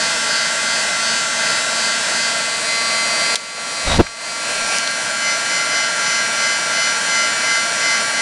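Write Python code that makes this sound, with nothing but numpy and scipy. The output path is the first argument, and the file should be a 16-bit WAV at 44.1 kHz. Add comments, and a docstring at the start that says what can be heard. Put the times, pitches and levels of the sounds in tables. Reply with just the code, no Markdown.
"""A handheld heat tool is waved over a paper strip on a craft table: its fan whines as a series of shaft orders
and shaped noise hisses from the nozzle. The tool is then held aside while the strip rubs, snaps, squeaks off
the table and flaps past the microphone, whose input clips on the puff of air. The strip skids back over the
wood with a few small taps, and the waving resumes. A limiter ducks the whine after each loud moment."""
import sys
import numpy as np
from scipy import signal
from scipy.fft import rfft, irfft, next_fast_len
from scipy.io import wavfile
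from scipy.ndimage import minimum_filter1d

SR = 44100
rng = np.random.default_rng(int(sys.argv[2]) if len(sys.argv) > 2 else 0)


def wrap_up_sound(samples):
    """Save the sound to the file named by the first command line argument, as 16-bit audio."""
    columns = np.atleast_2d(samples).T
    # keep every value between -1 and 1, then stretch to whole-number steps
    tamed = np.clip(columns, -1, 1)
    steps = np.round(tamed * 32767).astype(np.int16)
    wavfile.write(sys.argv[1], SR, steps)


N = 362061
TIME = np.arange(N) / SR  # s


# How the tool is held: time_s, grip (0 first, 1 held aside, 2 second; fractions blend neighbours)
GRIP_PATH = [(0, 0), (2.3, 0), (2.7, 1.07), (4.3, 1.21), (4.62, 1.8), (5.3, 2), (8.21, 2.02)]
# Nearness of the tool to the microphone: time_s, gain_db
NEARNESS = [(0, .2), (2.2, 0), (2.55, -1), (3, .5), (4.6, .8), (5.05, -1), (5.6, -0.9), (8.21, -0.4)]


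def heat_tool():
    """Directivity and distance: the grip and waving hand shape whine and air, and nearness scales both."""
    grip_numbers = np.arange(3)[:, None]
    grip_shares = np.maximum(0, 1 - np.abs(curve(GRIP_PATH) - grip_numbers))
    sway = waving()
    source = whine(grip_shares, sway) + air(sway)
    return amp(curve(NEARNESS)) * source


# Fan speed: time_s, turns_hz
FAN_SPEED = [(0.0, 228.2), (0.73, 229.4), (0.8, 228.2), (1.39, 228.6), (1.55, 227.6), (1.76, 228.7),
             (2.17, 228.6), (2.4, 227.6), (2.58, 228.6), (4.37, 229.9), (4.66, 228.0), (4.92, 229.5),
             (6.54, 229.1), (6.61, 229.5), (8.14, 228.9), (8.21, 228.4)]
# The tool turns out of its beams when swung aside and back: centre_s, half_length_s, turn (units of sway)
BEAM_TURNS = [(2.63, .05, -1.8), (3.85, .4, -.8), (4.6, .2, -1.2), (5.02, .17, -.9)]


def whine(grip_shares, sway, side_db=-47, side_follow=0.5, flutter_db=1.4, beam_bend=.25,
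          rattle_hz=4900, rattle_width_hz=500, rattle_db=5):
    """Harmonic series: fan shaft orders, with side tones as rectified mains shakes the motor at 120 Hz."""
    mains_phase = 2 * np.pi * 120 * TIME
    shaft_phase = 2 * np.pi * np.cumsum(curve(FAN_SPEED)) / SR
    shaft_phase += .006 * wobble(45)  # slight unsteadiness, in radians
    angle = sway.copy()
    for centre_s, half_length_s, turn in BEAM_TURNS:
        angle += turn * np.exp(-((TIME - centre_s) / half_length_s) ** 2)
    # a tone fades faster off its beam than it grows towards the middle of it
    beam = angle - beam_bend * angle ** 2
    tones = np.zeros(N)
    for order, *grip_db, first_swing_db, second_swing_db in orders():
        swing_db = first_swing_db * grip_shares[0] + second_swing_db * (1 - grip_shares[0])
        level_db = np.array(grip_db) @ grip_shares + swing_db * beam + flutter_db * wobble(9)
        order_phase = order * shaft_phase
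        main_start, side_start = rng.uniform(0, 2 * np.pi, 2)
        tones += amp(level_db) * np.sin(order_phase + main_start)
        if order >= 9:
            # side_db is the level beside a -40 dB order; the housing passes side tones best near rattle_hz
            side_level_db = side_db + side_follow * (level_db + 40) + 2 * wobble(5)
            offset = (order * FAN_SPEED[0][1] - rattle_hz) / rattle_width_hz
            side_level_db += rattle_db * np.exp(-offset ** 2)
            side = rng.choice([-1, 1])  # above or below the order
            tones += amp(side_level_db) * np.sin(order_phase + side * mains_phase + side_start)
    return np.sqrt(2) * tones  # the levels above are rms


# Shaft orders that stand out, beamed differently in each grip. Swings are per unit of beam angle:
# order, first_grip_db, held_aside_db, second_grip_db, first_swing_db, second_swing_db
STRONG_ORDERS = [(3, -46, -42, -45, 0, 0), (4, -46, -41, -55, 0, 0), (5, -36.5, -32.5, -35, 1, 1),
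                 (6, -31.5, -33, -28.5, .5, .5), (7, -29.5, -36.5, -27, 1, 1),
                 (9, -30, -26.3, -27.5, 1.5, 5.5), (10, -44, -35.5, -33, 0, 0), (11, -40, -34, -45, 3, 2),
                 (12, -41, -49, -44, 0, 0), (13, -37, -38.5, -32.5, 1, 2.5), (14, -36, -37, -37.5, 1.5, 1),
                 (17, -36, -39, -44, 0, 0), (18, -38, -29, -34, 3.5, 2.5), (19, -35, -36, -35, 0, -1),
                 (20, -32.5, -28.5, -37.5, 6, 5.5), (21, -37, -29.5, -39, 2, 3),
                 (22, -36.5, -43, -36, 3.5, 4.5), (23, -43, -42, -41, 3, 3), (24, -40, -45, -42, -5, 3),
                 (25, -38, -35, -33.5, 0.5, 0), (26, -39, -42, -31.5, 4, 5), (27, -35.5, -42, -48, 0, 0),
                 (31, -37, -43, -34.5, 1, 1.5), (34, -39, -38, -46, 0, 0), (39, -45, -37, -47, 0, 0),
                 (43, -44.5, -40, -39.5, 0.5, 0)]
# All other orders make an even buzz: frequency_hz, level_db (of each order)
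BUZZ_LEVEL = [(230, -45), (460, -56), (1900, -39.5), (3600, -40), (6500, -40.5), (7500, -39.5), (8500, -42),
              (9300, -47), (10100, -49.5)]
# Buzz offset in each grip: first_grip_db, held_aside_db, second_grip_db
BUZZ_OFFSET_DB = [-0.5, -1, -2.5]


def orders(count=44, swing_spread_db=1.2, scatter_spread_db=1.1):
    """Line spectrum: one row of levels and swings per shaft order, strong or else randomly beamed buzz."""
    strong = {round(row[0]): row[1:] for row in STRONG_ORDERS}
    turn_hz = np.mean(np.transpose(FAN_SPEED)[1])
    rows = []
    for order in range(1, count + 1):
        scatter_db = scatter_spread_db * rng.standard_normal(len(BUZZ_OFFSET_DB))
        even_db = np.interp(order * turn_hz, *np.transpose(BUZZ_LEVEL))
        buzz_db = even_db + np.array(BUZZ_OFFSET_DB) + scatter_db
        swing_db = swing_spread_db * rng.normal(.5, 1, 2)
        rows.append((order, *strong.get(order, (*buzz_db, *swing_db))))
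    return rows


# Bouts of waving: start_s, end_s, outward_push_s (moment of one push), strokes_hz, reach (units of sway)
WAVING_BOUTS = [(-.1, 2.37, 1.115, 2.69, 1.1), (5.18, 5.75, 5.28, 3.55, 1.0), (5.66, 8.4, 6.83, 2.81, 1.2)]


def waving(ease_s=.06):
    """Harmonic motion: the hand sways to and fro, positive when the nozzle is pushed out over the paper."""
    sway = np.zeros(N)
    for start_s, end_s, push_s, strokes_hz, reach in WAVING_BOUTS:
        started = np.tanh((TIME - start_s) / ease_s)
        ended = np.tanh((TIME - end_s) / ease_s)
        active = (started - ended) / 2
        sway += reach * active * np.cos(2 * np.pi * strokes_hz * (TIME - push_s))
    return sway


# Spectrum of the rushing air: frequency_hz, relative_level_db (per Hz)
RUSH_SPECTRUM = [(20, -16.5), (80, -18), (170, -3), (300, -4.5), (500, -2.5), (1000, -0.5), (2000, 2.5),
                 (3300, -8.5), (4300, -2.5), (5600, -8), (7200, -5), (8300, -7), (10200, -11),
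                 (12200, -14.5)]
# Resonances and notches of the barrel: centre_hz, width_hz, gain_db
BARREL_BELLS = [(385.4, 24.7, -11), (639, 77, 9), (764, 26, -5), (883, 37, 2.5), (1190, 75, -7.5),
                (2190, 87, -8.5), (2635, 240, 4.5), (2830, 46, -9)]
# Spectrum of the jet striking the paper: frequency_hz, relative_level_db (per Hz)
JET_SPECTRUM = [(300, -45), (740, -39), (850, -5.5), (1000, -18.5), (1220, -28), (1380, -2), (1540, 1),
                (1750, -10), (1950, -4.5), (2200, -17.5), (5000, -14.5), (9000, -35), (12000, -50)]
# Spectrum of the jet whistling over the strip's edge: frequency_hz, relative_level_db (per Hz)
EDGE_SPECTRUM = [(2000, -30), (3700, -33), (4150, 2), (4550, -16), (5100, 6), (5600, -11), (8000, -20),
                 (12000, -33)]
# Where the nozzle points: time_s, share of the jet that strikes the paper (0-1)
JET_AIM = [(0, 1), (2.3, 0.88), (2.7, 0.38), (3.4, 0.2), (4.6, .15), (4.85, 0.73), (5.3, 1), (8.21, 0.99)]


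def air(sway, rush_db=-23.5, jet_db=-27, edge_db=-35,
        rush_sway_db=-0.02, jet_sway_db=0.4, edge_sway_db=3, gust_db=0.7):
    """Turbulence noise: air rushes through the barrel, roars on the paper and hisses over its edge."""
    rush_level_db = rush_db + rush_sway_db * sway + gust_db * wobble(9)
    rush = amp(rush_level_db) * noise(RUSH_SPECTRUM, BARREL_BELLS)
    eddies = amp(.8 * wobble(14))
    jet = amp(jet_db + jet_sway_db * sway) * eddies * noise(JET_SPECTRUM)
    edge = amp(edge_db + edge_sway_db * sway) * noise(EDGE_SPECTRUM)
    return rush + curve(JET_AIM) * (jet + edge)


# Paper rubbing on the table and flexing: start_s, end_s, level_db, attack_s, release_s
PAPER_RUBS = [(3.05, 3.33, -35.5, .9, .1), (3.335, 3.36, -27, .06, .06), (3.58, 3.72, -29, 0.65, .5),
              (3.885, 3.96, -18, .05, .03), (4.015, 4.03, -20, .02, .045)]
# Spectrum of rubbing paper: frequency_hz, relative_level_db (per Hz)
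PAPER_SPECTRUM = [(100, -18), (350, -7), (550, 6.5), (1200, -0.5), (2500, -5.5), (3300, -4.5), (3800, 2),
                  (4300, -4.5), (6000, -8), (8000, -39), (12200, -17)]
# The strip skidding flat over the wood: start_s, end_s, level_db, attack_s, release_s
WOOD_SKIDS = [(4.5, 4.68, -26, .2, 0.16), (4.72, 4.775, -21.5, 0.09, .03)]
# Spectrum of paper on wood: frequency_hz, relative_level_db (per Hz)
WOOD_SPECTRUM = [(150, -25), (400, -10), (700, 3), (1100, -8), (2000, -17), (2350, 7), (2650, 1.5),
                 (3000, -13), (5000, -1), (7200, -13), (9200, -5.5), (12000, -20)]
# Paper snaps and finger taps: start_s, peak_db, centre_hz, half_width_octaves (to half gain), t60_s
PAPER_SNAPS = [(3.356, 7, 4320, 0.96, 0.028), (4.066, -5, 1785, 0.8, 0.037),
               (4.7848, -0.5, 6480, 0.63, 0.0041), (4.875, -5.5, 4170, 0.4, 0.016),
               (4.913, -11.5, 9500, 0.45, 0.011)]


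def paper(grain_db=2):
    """Friction noise and impulsive radiation: the strip rubs, skids, and snaps when it buckles or is tapped."""
    rubbing = swells(PAPER_RUBS) * amp(grain_db * wobble(160)) * noise(PAPER_SPECTRUM)
    skidding = swells(WOOD_SKIDS) * amp(wobble(60)) * noise(WOOD_SPECTRUM)
    out = rubbing + skidding
    for start_s, peak_db, centre_hz, half_width_octaves, t60_s in PAPER_SNAPS:
        age = TIME - start_s
        decay = (age >= 0) * amp(-60 * np.clip(age / t60_s, 0, 10))
        burst = decay * rng.standard_normal(N)

        def band(hz):
            """Resonance: a single peak, symmetrical in octaves."""
            octaves_off = np.log2((hz + 1) / centre_hz)
            return 1 / (1 + (octaves_off / half_width_octaves) ** 2)

        snap = filtered(burst, band)
        out += amp(peak_db) * snap / np.abs(snap).max()
    return out


def squeak(start_s=3.882, end_s=3.903, pitch_hz=3780, level_db=-24, attack_s=.008, release_s=.05, waver=.008):
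    """Stick-slip: a short unsteady tone as the strip's edge catches on the wood and is whisked away."""
    unsteady_hz = pitch_hz * (1 + waver * wobble(300))
    phase = 2 * np.pi * np.cumsum(unsteady_hz) / SR
    return swells([(start_s, end_s, level_db, attack_s, release_s)]) * np.sin(phase)


# Air pushed onto the microphone by the strip: start_s, end_s, level_db, attack_s, release_s
STRIP_GUSTS = [(3.875, 3.96, -17.5, .03, .1), (3.975, 4.008, -12, .04, .045), (4.59, 4.65, -42, .07, .06)]
# Spectrum of the buffeting: frequency_hz, relative_level_db (per Hz)
BUFFET_SPECTRUM = [(15, 3.5), (50, 0.5), (130, -4.5), (220, -11), (400, -19), (1500, -64), (5000, -100)]
# Spectrum of the turbulence in the puff: frequency_hz, relative_level_db (per Hz)
PUFF_SPECTRUM = [(30, -10), (120, 0), (300, -3), (600, -9), (1200, -16.5), (3000, -28.5), (10000, -48)]


def draught(puff_s=4.002, puff_db=12, puff_half_s=0.009, flap_hz=165, quicken_hz=240, turbulence=.9):
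    """Pseudo-sound: air buffets the microphone, then a hard flap swings the pressure, quickest at its height."""
    buffeting = swells(STRIP_GUSTS) * noise(BUFFET_SPECTRUM)
    puff = 1 / (1 + np.abs((TIME - puff_s) / puff_half_s) ** 3.5)
    phase = 2 * np.pi * np.cumsum(flap_hz + quicken_hz * puff ** 6) / SR
    flap = np.sin(phase + rng.uniform(0, 2 * np.pi))
    return buffeting + amp(puff_db) * puff * (flap + turbulence * noise(PUFF_SPECTRUM))


def swells(rows):
    """Exponential envelope: events rise, hold and fall; attack and release are times for a tenfold change."""
    power = np.zeros(N)
    for start_s, end_s, level_db, attack_s, release_s in rows:
        before = (start_s - TIME) / attack_s
        after = (TIME - end_s) / release_s
        outside = np.maximum(0, np.maximum(before, after))
        power += amp(level_db - 20 * outside) ** 2
    return np.sqrt(power)


def noise(spectrum, bells=()):
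    """Spectral shaping: white noise filtered to (Hz, dB) points plus bell-shaped resonances, at rms 1."""
    points_hz, points_db = np.transpose(spectrum)

    def gain(hz):
        """Frequency response: straight lines in dB over log frequency, with the bells added."""
        shape_db = np.interp(np.log(hz + 1), np.log(points_hz), points_db)
        for centre_hz, width_hz, bell_db in bells:
            shape_db = shape_db + bell_db * np.exp(-((hz - centre_hz) / width_hz) ** 2)
        return amp(shape_db)

    return unit(filtered(rng.standard_normal(N), gain))


def filtered(x, gain):
    """Linear filtering: multiplies the spectrum of x by a gain that depends on frequency."""
    size = next_fast_len(N + 8192)  # padding against wrap-around
    hz = np.fft.rfftfreq(size, 1 / SR)
    return irfft(rfft(x, size) * gain(hz), size)[:N]


def wobble(rate_hz):
    """Band-limited fluctuation: a smooth random curve with rate_hz knots a second."""
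    knots = rng.standard_normal(int(N * rate_hz / SR) + 4)
    fine = signal.resample_poly(knots, 8, 1)
    return np.interp(TIME * rate_hz * 8, np.arange(len(fine)), fine)


def curve(rows):
    """Linear interpolation: (s, value) rows joined by straight lines."""
    return np.interp(TIME, *np.transpose(rows))


def unit(x):
    """Normalisation: x at rms 1."""
    return x / np.sqrt(np.mean(x ** 2) + 1e-20)


def amp(db):
    """Logarithmic level: decibels to amplitude gain."""
    return 10 ** (np.asarray(db) / 20)


def scene():
    """Superposition: all the sources add at one close microphone."""
    return (heat_tool() + paper() + squeak() + draught())[None]


def limiter(x, ceiling=0.67, hold_s=0.18, release_s=0.22):
    """Gain control: looks a few milliseconds ahead, drops at a peak, holds, and lets the gain creep back."""
    size = SR // 1000  # samples in a block of about 1 ms
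    peaks = np.abs(np.pad(x, (0, -N % size))).reshape(-1, size).max(axis=1)
    block_need_db = np.minimum(0, 20 * np.log10(ceiling / (peaks + 1e-9)))
    needed_db = minimum_filter1d(block_need_db, size=13)  # centred, so it sees six blocks ahead
    gain_db, wait_s, track_db = 0, 0, []
    for need_db in needed_db:
        wait_s -= size / SR
        if wait_s < 0:
            gain_db *= np.exp(-size / SR / release_s)
        if need_db < gain_db:
            gain_db, wait_s = need_db, hold_s
        track_db.append(gain_db)
    return x * amp(np.interp(np.arange(N) / size, np.arange(len(track_db)), track_db))


# Frequency response of the microphone: frequency_hz, gain_db
MICROPHONE_RESPONSE = [(20, 0), (10100, -0.5), (11000, -7.5), (12200, -19)]


def record(dry, overload_db=9.0, top_hz=12330):
    """Transduction and overload: the microphone dulls the top, the input clips, a limiter ducks, the band ends."""
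    heard = filtered(dry[0], lambda hz: amp(np.interp(hz, *np.transpose(MICROPHONE_RESPONSE))))
    clipped = np.clip(heard, -amp(overload_db), amp(overload_db))
    return filtered(limiter(clipped), lambda hz: hz < top_hz)[None]


dry = scene()
out = record(dry)
wrap_up_sound(out)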